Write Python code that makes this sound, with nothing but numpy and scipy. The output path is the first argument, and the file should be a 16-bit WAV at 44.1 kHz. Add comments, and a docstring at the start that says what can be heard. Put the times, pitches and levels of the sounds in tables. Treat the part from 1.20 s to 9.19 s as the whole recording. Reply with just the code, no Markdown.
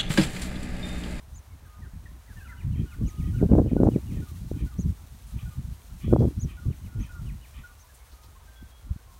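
"""Gusts rumble and thump on the microphone beside a reedy pond.
Turbulence makes the rumble, single eddies the thumps; reed leaves brush together in a soft hiss.
Distant birds call across the water with a thin echo: falling chips, a rasp followed by a short pip,
slurs, level whistles and faint chatter. A small bird adds a thin, fluttering 'tsip'."""
import sys
import numpy as np
from scipy import signal
from scipy.fft import rfft, irfft, next_fast_len
from scipy.io import wavfile
from scipy.ndimage import uniform_filter1d, map_coordinates

SR = 44100
rng = np.random.default_rng(int(sys.argv[2]) if len(sys.argv) > 2 else 0)


def output_pcm(signal):
    """Save a mono or channel-first signal as 16-bit PCM at the path in sys.argv[1].

    Samples are clipped to [-1, 1] before scaling.
    """
    pcm = np.clip(np.atleast_2d(signal).T, -1, 1) * 32767
    wavfile.write(sys.argv[1], SR, np.round(pcm).astype(np.int16))


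N = 352359
T = np.arange(N) / SR


def undb(db):
    """Decibels to gain."""
    return 10 ** (np.asarray(db) / 20)


def unit_rms(x):
    """Scale to rms 1."""
    return x / np.sqrt(np.mean(x ** 2))


def curve(table):
    """Interpolate (t/s, value) rows to one value per sample."""
    return np.interp(T, *np.transpose(table))


def colour(x, spectrum):
    """Filter by (f/Hz, level/dB) rows; rms 1."""
    hz, db = np.transpose(spectrum)
    size = next_fast_len(len(x))
    bins_hz = np.maximum(np.fft.rfftfreq(size, 1 / SR), 1)
    gain = undb(np.interp(np.log(bins_hz), np.log(hz), db))
    return unit_rms(irfft(rfft(x, size) * gain, size)[:len(x)])


def drift(rate_hz, size=N):
    """Smooth random signal, spread near 1."""
    knots = rng.standard_normal(size // 40 + 3)
    return map_coordinates(knots, [np.arange(size) * rate_hz / SR], order=2, mode="mirror")


def add(out, start_s, sound):
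    """Mix a sound in at start_s."""
    i = max(int(start_s * SR), 0)
    part = sound[:max(N - i, 0)]
    out[i:i + len(part)] += part


def tone(hz):
    """Sine along a pitch track; rms 1."""
    return np.sqrt(2) * np.sin(2 * np.pi * np.cumsum(hz) / SR)


# Breeze between gusts: t/s, rumble level/dB
BREEZE_LEVELS = [(0.0, -47), (1.2, -44.5), (2.5, -34), (3.9, -45), (4.7, -45), (5.7, -40.5), (6.6, -52),
                 (7.99, -49.5)]
# Gusts: t/s at full strength, hold/s, rumble level/dB, upper bass/dB re rumble
GUST_EVENTS = [(0.124, 0.072, -40.5, -30), (0.737, .05, -39.5, -23), (1.163, .03, -38.5, -28),
               (1.45, 0.11, -27, -27), (1.586, .055, -26.5, -15.5), (1.812, 0.055, -23.5, -16.5),
               (2.001, 0.23, -27, -20), (2.222, 0.042, -20, -7.5), (2.313, 0.094, -19, -4),
               (2.428, 0.05, -25.5, -6), (2.518, 0.049, -26.5, -4.5), (2.607, 0.083, -22.5, -3),
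               (2.732, .035, -25.5, -6), (2.913, .115, -30, -10.5), (3.109, 0.022, -42, -10.5),
               (3.21, 0.029, -33.5, -35), (3.325, 0.046, -30.5, -15), (3.424, 0.029, -25, -17.5),
               (3.593, 0.01, -26, -18.5), (3.652, 0.053, -23, -20.5), (4.144, 0.03, -30, -28),
               (4.233, 0.062, -34, -34), (4.388, 0.0076, -27, -25), (4.448, 0.081, -34.5, -27),
               (4.853, .05, -27.5, -18), (4.925, 0.013, -15, -10.5), (4.962, .11, -21.5, -8),
               (5.173, 0.013, -27.5, -19.5), (5.247, 0.0071, -22, -17), (5.469, 0.031, -24, -19.5),
               (5.768, 0.045, -26.5, -20.5), (5.991, 0.17, -34.5, -25), (6.374, 0.037, -39, -22.5),
               (7.426, .02, -42, -21), (7.714, 0.0093, -32, -28)]


def airflow(attack_tau_s=0.017, release_tau_s=0.016, sway_db=3.5, flap_db=1.5, breeze_bright_db=-22):
    """Gusts rise, flap and die over a swaying breeze. 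Returns rumble and upper-bass levels in dB."""
    rumble = undb(curve(BREEZE_LEVELS) + sway_db * drift(18))
    upper = rumble * undb(breeze_bright_db)
    for s, hold_s, db, bright_db in GUST_EVENTS:
        rise = np.minimum(T - s, 0) / attack_tau_s
        fall = np.maximum(T - s - hold_s, 0) / release_tau_s
        envelope = np.exp(rise - fall)
        rumble = np.maximum(rumble, undb(db) * envelope)
        upper = np.maximum(upper, undb(db + bright_db) * envelope)
    flapping_db = flap_db * drift(35.55)
    return 20 * np.log10(rumble) + flapping_db, 20 * np.log10(upper) + flapping_db


# Turbulence spectrum: f/Hz, relative level/dB
TURBULENCE_SPECTRUM = [(20, -54), (35, 0), (58, 8.5), (110, 5), (190, -2.5), (300, -9), (550, -24),
                       (800, -36.5), (1400, -53.5), (2600, -84)]


def wind(rumble_db, upper_db, splits_hz=(85, 220, 420), strong_db=-29, flutter_db=-2, patchy_db=5.5):
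    """Turbulence on the microphone: stronger gusts bring smaller eddies, so a brighter sound."""
    flow = colour(rng.standard_normal(N), TURBULENCE_SPECTRUM)
    lowpasses = (signal.butter(4, hz, fs=SR, output="sos") for hz in splits_hz)
    deep, low, mid = (signal.sosfiltfilt(sos, flow) for sos in lowpasses)
    rumble = deep + (low - deep) * undb(0.74 * (rumble_db - strong_db))
    flutter = mid - low + (flow - mid) * undb(0.77 * (upper_db - strong_db))
    # mean pressure follows the gust closely; only the eddies are random
    rumble, flutter = (x / np.sqrt(uniform_filter1d(x ** 2, size=1800)) for x in (rumble, flutter))
    return rumble * undb(rumble_db) + flutter * undb(upper_db + flutter_db + patchy_db * drift(110))


# Hardest eddies: t/s, peak level/dB before gain_db, centre f/Hz
HARD_EDDIES = [(2.216, -9, 160), (2.228, -4.5, 203), (2.317, -9, 165), (2.336, -2, 215), (2.353, -5, 256),
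               (2.400, -11, 207), (2.462, -12, 195), (2.533, -7.5, 165), (2.567, -6, 228),
               (2.603, -2.5, 209), (2.634, -0.5, 244), (2.688, -2.5, 210), (2.762, -3.5, 164),
               (3.316, -15, 213), (3.593, -22, 183), (4.881, -15, 172), (4.928, -2, 255), (4.936, 3.5, 243),
               (4.963, -7, 337), (5.008, -11.5, 218), (5.045, -11.5, 207), (5.054, -10, 233),
               (7.712, -16.5, 64), (7.763, -27, 98)]


def buffets(upper_db, gain_db=-2, strays_per_s=27, stray_over_db=5.5, scatter_db=1, db_per_octave=35):
    """Each eddy is one pressure swing: the smaller, the sharper. Random strays ride on the gusts."""
    out = np.zeros(N)
    t = np.arange(-SR // 20, SR // 20) / SR
    eddies = [(s, db + gain_db, hz) for s, db, hz in HARD_EDDIES]
    for when, strength in rng.random((int(strays_per_s * N / SR), 2)):
        db = upper_db[int(when * N)] + stray_over_db + scatter_db * (2 * strength - 1)
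        hz = 230 * 2 ** (db / db_per_octave)  # harder eddies are smaller, so higher
        eddies.append((when * N / SR, db, hz))
    for (s, db, hz), phase_turns in zip(eddies, rng.random(len(eddies))):
        swing = np.exp(2j * np.pi * phase_turns) / (1 - 1j * np.pi * hz * t) ** 3
        add(out, s + t[0], undb(db) * swing.real)
    return out


# Breeze in the reeds: t/s, level/dB before hiss_gain_db
HISS_LEVELS = [(0.0, -68), (0.91, -67.5), (1.22, -63.5), (1.42, -66.5), (2.13, -61), (2.49, -65),
               (2.96, -60), (3.54, -64), (4.03, -63), (4.09, -62), (4.16, -62.5), (6.7, -64.5),
               (6.76, -63.5), (6.85, -65.5), (7.9, -67), (7.99, -65)]
# Leaf friction spectrum: f/Hz, relative level/dB
LEAF_SPECTRUM = [(500, -20), (1200, -5), (2500, -.5), (4000, 1), (4900, -1.5), (6200, 1), (7600, -1),
                 (9300, 1), (10500, -2.5), (11500, -.5), (15500, -3)]
# Stem and leaf strokes: t/s, length/s, centre f/Hz, level/dB before stroke_gain_db
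LEAF_STROKES = [(2.63, .04, 7000, -59), (4.062, .071, 9050, -59), (4.986, 0.061, 4600, -57.5),
                (6.741, .04, 9100, -55), (6.912, 0.048, 4500, -58.5), (7.033, 0.038, 4520, -57)]


def reeds(hiss_gain_db=3.5, flicker_db=1.23, ticks_per_s=160, tick_db=-11, stroke_gain_db=-2):
    """Leaves brush together: smooth hiss, tiny dry ticks, a few louder strokes."""
    hiss = colour(rng.standard_normal(N), LEAF_SPECTRUM) * undb(flicker_db * drift(30))
    touches = (rng.random(N) < ticks_per_s / SR) * rng.standard_normal(N)
    contact = rng.standard_normal(SR // 500) * np.linspace(1, 0, SR // 500) ** 2
    ticks = colour(signal.fftconvolve(touches, contact)[:N], LEAF_SPECTRUM) * undb(tick_db)
    out = (hiss + ticks) * undb(curve(HISS_LEVELS) + hiss_gain_db)
    for s, length_s, hz, db in LEAF_STROKES:
        u = np.linspace(0, 1, int(length_s * SR))
        stroke = colour(rng.standard_normal(len(u)), [(hz / 2, -14), (hz, 0), (hz * 2, -20)])
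        envelope = np.minimum(10 * u, 1) * np.sqrt(1 - u)
        add(out, s, undb(db + stroke_gain_db) * stroke * envelope)
    return out


# Falling chips: t/s near mid-fall, level/dB before gain_db, length/s
CHIP_CALLS = [(1.280, -55, 0.066), (1.414, -53, 0.069), (1.557, -57, 0.073), (1.73, -54, 0.092),
              (1.888, -54, 0.064), (2.013, -55, .07), (2.193, -55, 0.08), (2.332, -55, 0.047),
              (2.498, -56, 0.054), (2.753, -53.5, 0.076), (2.913, -56.5, .08), (5.533, -55, 0.04),
              (5.671, -58, 0.051), (6.098, -52, 0.06), (6.252, -54.5, 0.065)]
# Chip contour: relative position (0 = mid-fall), f/Hz, relative level/dB
CHIP_CONTOUR = [(-.62, 2800, -13), (-.42, 2980, -6), (-.2, 2820, -7), (0, 2400, 0), (.2, 1950, -3),
                (.45, 1550, -18)]


def chips(gain_db=-2.5, ripple_spacing_hz=500, ripple_db=1.0):
    """A bird's chip hooks over softly, then drops almost an octave."""
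    out = np.zeros(N)
    position, contour_hz, contour_db = np.transpose(CHIP_CONTOUR)
    for s, db, length_s in CHIP_CALLS:
        size = int(length_s * SR)
        u = np.linspace(position[0], position[-1], size)
        hz = np.interp(u, position, contour_hz) * (1 + .018 * drift(260, size))
        # a second path off the water beats with the direct one as the pitch sweeps
        fading_db = ripple_db * (np.cos(2 * np.pi * (hz - 2400) / ripple_spacing_hz) - 1)
        level_db = db + gain_db + np.interp(u, position, contour_db) + fading_db
        envelope = undb(level_db) * signal.windows.tukey(size, .15)
        add(out, s + position[0] * length_s, tone(hz) * envelope)
    return out


def note(length_s, start_hz, end_hz, waver, fade_db=2.5, edge_s=0.01):
    """A pure gliding note swells and dies; moving air makes it waver and fade."""
    size = int(length_s * SR)
    hz = np.geomspace(start_hz, end_hz, size) * (1 + waver * drift(114, size))
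    arch = 1 - 0.36 * np.linspace(-1, 1, size) ** 2
    envelope = signal.windows.tukey(size, 2 * edge_s / length_s) * arch
    return tone(hz) * envelope * undb(fade_db * drift(61, size))


# Rasp-and-pip calls: pip t/s, rasp level/dB, pip level/dB (both before their gains)
RASP_CALLS = [(1.653, -58, -52), (2.131, -58, -49.5), (2.570, -58, -50), (3.014, -57.5, -50.5),
              (3.461, -56, -50), (4.253, -55.5, -49.5), (4.899, -52, -55), (5.367, -54, -50),
              (5.887, -53.5, -48.5), (6.433, -53, -48)]
# Rasp resonances: f/Hz, relative level/dB
RASP_SPECTRUM = [(700, -22), (1150, 6.5), (1500, -10), (1850, 2.5), (2450, 8.5), (2800, 0.5), (3150, 7),
                 (3700, -7), (5000, -26)]


def rasps(lead_s=.105, length_s=0.1, pitch_hz=615, hoarseness=0.58,
          rasp_gain_db=-2, pip_gain_db=-3, after_gain_db=-14):
    """A hoarse burst of uneven pulses, a clear pip, then a faint lower after-note."""
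    out, size = np.zeros(N), int(length_s * SR)
    envelope = np.sin(np.linspace(0, np.pi, size))
    for s, rasp_db, pip_db in RASP_CALLS:
        hz = pitch_hz * (1 + .06 * drift(600, size) + .02 * drift(50, size))
        harmonics = sum(tone(k * hz) * (1 + 0.71 * drift(114, size)) for k in range(2, 7))
        noise = colour(rng.standard_normal(size), RASP_SPECTRUM)
        rasp = unit_rms(colour(harmonics, RASP_SPECTRUM) + hoarseness * noise)
        add(out, s - lead_s, undb(rasp_db + rasp_gain_db) * rasp * envelope)
        add(out, s, undb(pip_db + pip_gain_db) * note(0.038, 1482, 1428, waver=0.007))
        add(out, s + 0.045, undb(pip_db + after_gain_db) * note(0.0624, 1290, 1132, waver=0.025))
    return out


# Thin arched calls: t/s at the top, top f/Hz, level/dB before gain_db
TSIP_CALLS = [(0.169, 7100, -52.5), (1.887, 6840, -51.5), (3.607, 6760, -49), (5.223, 6800, -45.5),
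              (5.823, 6570, -55), (6.615, 6430, -58.5)]


def tsips(length_s=0.063, pitch_sag=0.17, flutter_hz=145, flutter_rms=0.32, gain_db=-2):
    """A small bird's high arch of pitch, fluttering quickly in loudness."""
    out, size = np.zeros(N), int(length_s * SR)
    u = np.linspace(-1, 1, size)
    envelope = np.cos(np.pi * u / 2)
    for s, top_hz, db in TSIP_CALLS:
        hz = top_hz * (1 - pitch_sag * np.sin(np.pi * np.abs(u) / 2) ** 1.6)
        flutter = 1 + flutter_rms * tone(flutter_hz * (1 + 0.12 * drift(60, size)))
        add(out, s - length_s / 2, undb(db + gain_db) * tone(hz) * flutter * envelope)
    return out


# Slurred notes: t/s, length/s, start f/Hz, end f/Hz, level/dB
SLUR_CALLS = [(.445, 0.036, 1726, 1440, -63), (0.614, 0.06, 2010, 1380, -57.5),
              (0.852, 0.024, 2050, 1680, -54), (1.071, 0.073, 2130, 1430, -58),
              (1.16, 0.043, 1810, 1720, -54), (1.165, .06, 2890, 2490, -62.5),
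              (1.199, 0.04, 1673, 1515, -52), (1.244, 0.039, 1450, 1380, -51.5),
              (1.29, 0.052, 1497, 1307, -51), (1.286, .03, 2120, 1960, -55.5),
              (1.31, 0.04, 1905, 1400, -53.5), (1.708, 0.048, 1424, 1463, -52.5),
              (2.18, 0.055, 1410, 1413, -58), (2.96, 0.034, 1830, 1760, -58),
              (5.855, 0.029, 1880, 1700, -60), (5.926, 0.08, 1430, 1368, -54),
              (7.151, .04, 1045, 1081, -58.5)]
# Long whistles: t/s, length/s, start f/Hz, end f/Hz, level/dB before whistle_gain_db
WHISTLE_CALLS = [(0.459, 0.24, 1232, 1220, -64.5), (1.275, 0.18, 973, 964, -60),
                 (1.548, 0.069, 3160, 3110, -65), (1.866, 0.26, 1250, 1234, -62.5),
                 (2.023, 0.106, 1954, 1890, -64.5), (2.171, 0.21, 1572, 1563, -62.5),
                 (4.825, 0.12, 3400, 3350, -66), (4.957, 0.17, 3330, 3280, -68),
                 (5.68, 0.205, 1457, 1396, -66), (6.931, 0.22, 1236, 1262, -68),
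                 (7.27, 0.226, 1584, 1540, -64), (7.352, 0.11, 3353, 3350, -64),
                 (7.508, 0.1, 3250, 3380, -67), (7.605, .17, 1400, 1400, -71.5),
                 (7.869, 0.15, 1073, 1075, -64)]


def whistlers(whistle_gain_db=2, decay_db=-5):
    """Birds sing quick slurs and long, nearly level whistles that fade as they go."""
    out = np.zeros(N)
    for s, length_s, start_hz, end_hz, db in SLUR_CALLS:
        add(out, s, undb(db) * note(length_s, start_hz, end_hz, waver=.02))
    for s, length_s, start_hz, end_hz, db in WHISTLE_CALLS:
        whistle = note(length_s, start_hz, end_hz, waver=.002)
        add(out, s, whistle * undb(db + whistle_gain_db + np.linspace(0, decay_db, len(whistle))))
    return out


def chatter(level_db=-68, low_hz=950, high_hz=2600, count=45):
    """Birds much farther off: brief falling notes, the higher ones fainter."""
    out = np.zeros(N)
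    for when, height, duration, fall in rng.random((count, 4)):
        hz = low_hz * (high_hz / low_hz) ** (height ** 2)
        call = note(0.0338 + 0.031 * duration, hz, hz * (1 - 0.133 * fall), waver=0.029)
        add(out, when * N / SR, undb(level_db - 1.7 * height) * call)
    return out


def bank_echo(calls, wet_db=-8, t60_s=.45, delay_s=.008):
    """Reeds and banks scatter a thin echo behind the direct sound."""
    t = np.arange(SR // 2) / SR
    response = rng.standard_normal(len(t)) * undb(-60 * t / t60_s) * (t > delay_s)
    echo = signal.fftconvolve(calls, response / np.linalg.norm(response))[:N]
    return calls + undb(wet_db) * echo


# Far open-air spectrum: f/Hz, relative level/dB
AIR_SPECTRUM = [(20, -18), (42, 5.5), (58, 11), (80, -0.5), (130, -5), (250, -41), (400, -13.5),
                (1000, -11.5), (1400, -15), (2000, -19), (3500, -26), (15000, -36.5)]


def open_air(level_db=-56.5, sway_db=0.5):
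    """Far background noise of open country."""
    return colour(rng.standard_normal(N), AIR_SPECTRUM) * undb(level_db + sway_db * drift(9))


def scene():
    """Wind close by, reeds and birds across the water, in mono; only the far calls echo."""
    birds = bank_echo(whistlers() + chips() + rasps() + chatter()) + tsips()
    rumble_db, upper_db = airflow()
    return (wind(rumble_db, upper_db) + reeds() + open_air() + birds + buffets(upper_db))[None]


def record(dry):
    """Soft clipping rounds the hardest thumps; a steep low-pass cuts the top."""
    ceiling, cutoff_hz = .85, 15750
    rounded = ceiling * np.tanh(dry / ceiling)
    return signal.sosfilt(signal.ellip(10, .1, 80, cutoff_hz, fs=SR, output="sos"), rounded)


dry = scene()
out = record(dry)
output_pcm(out)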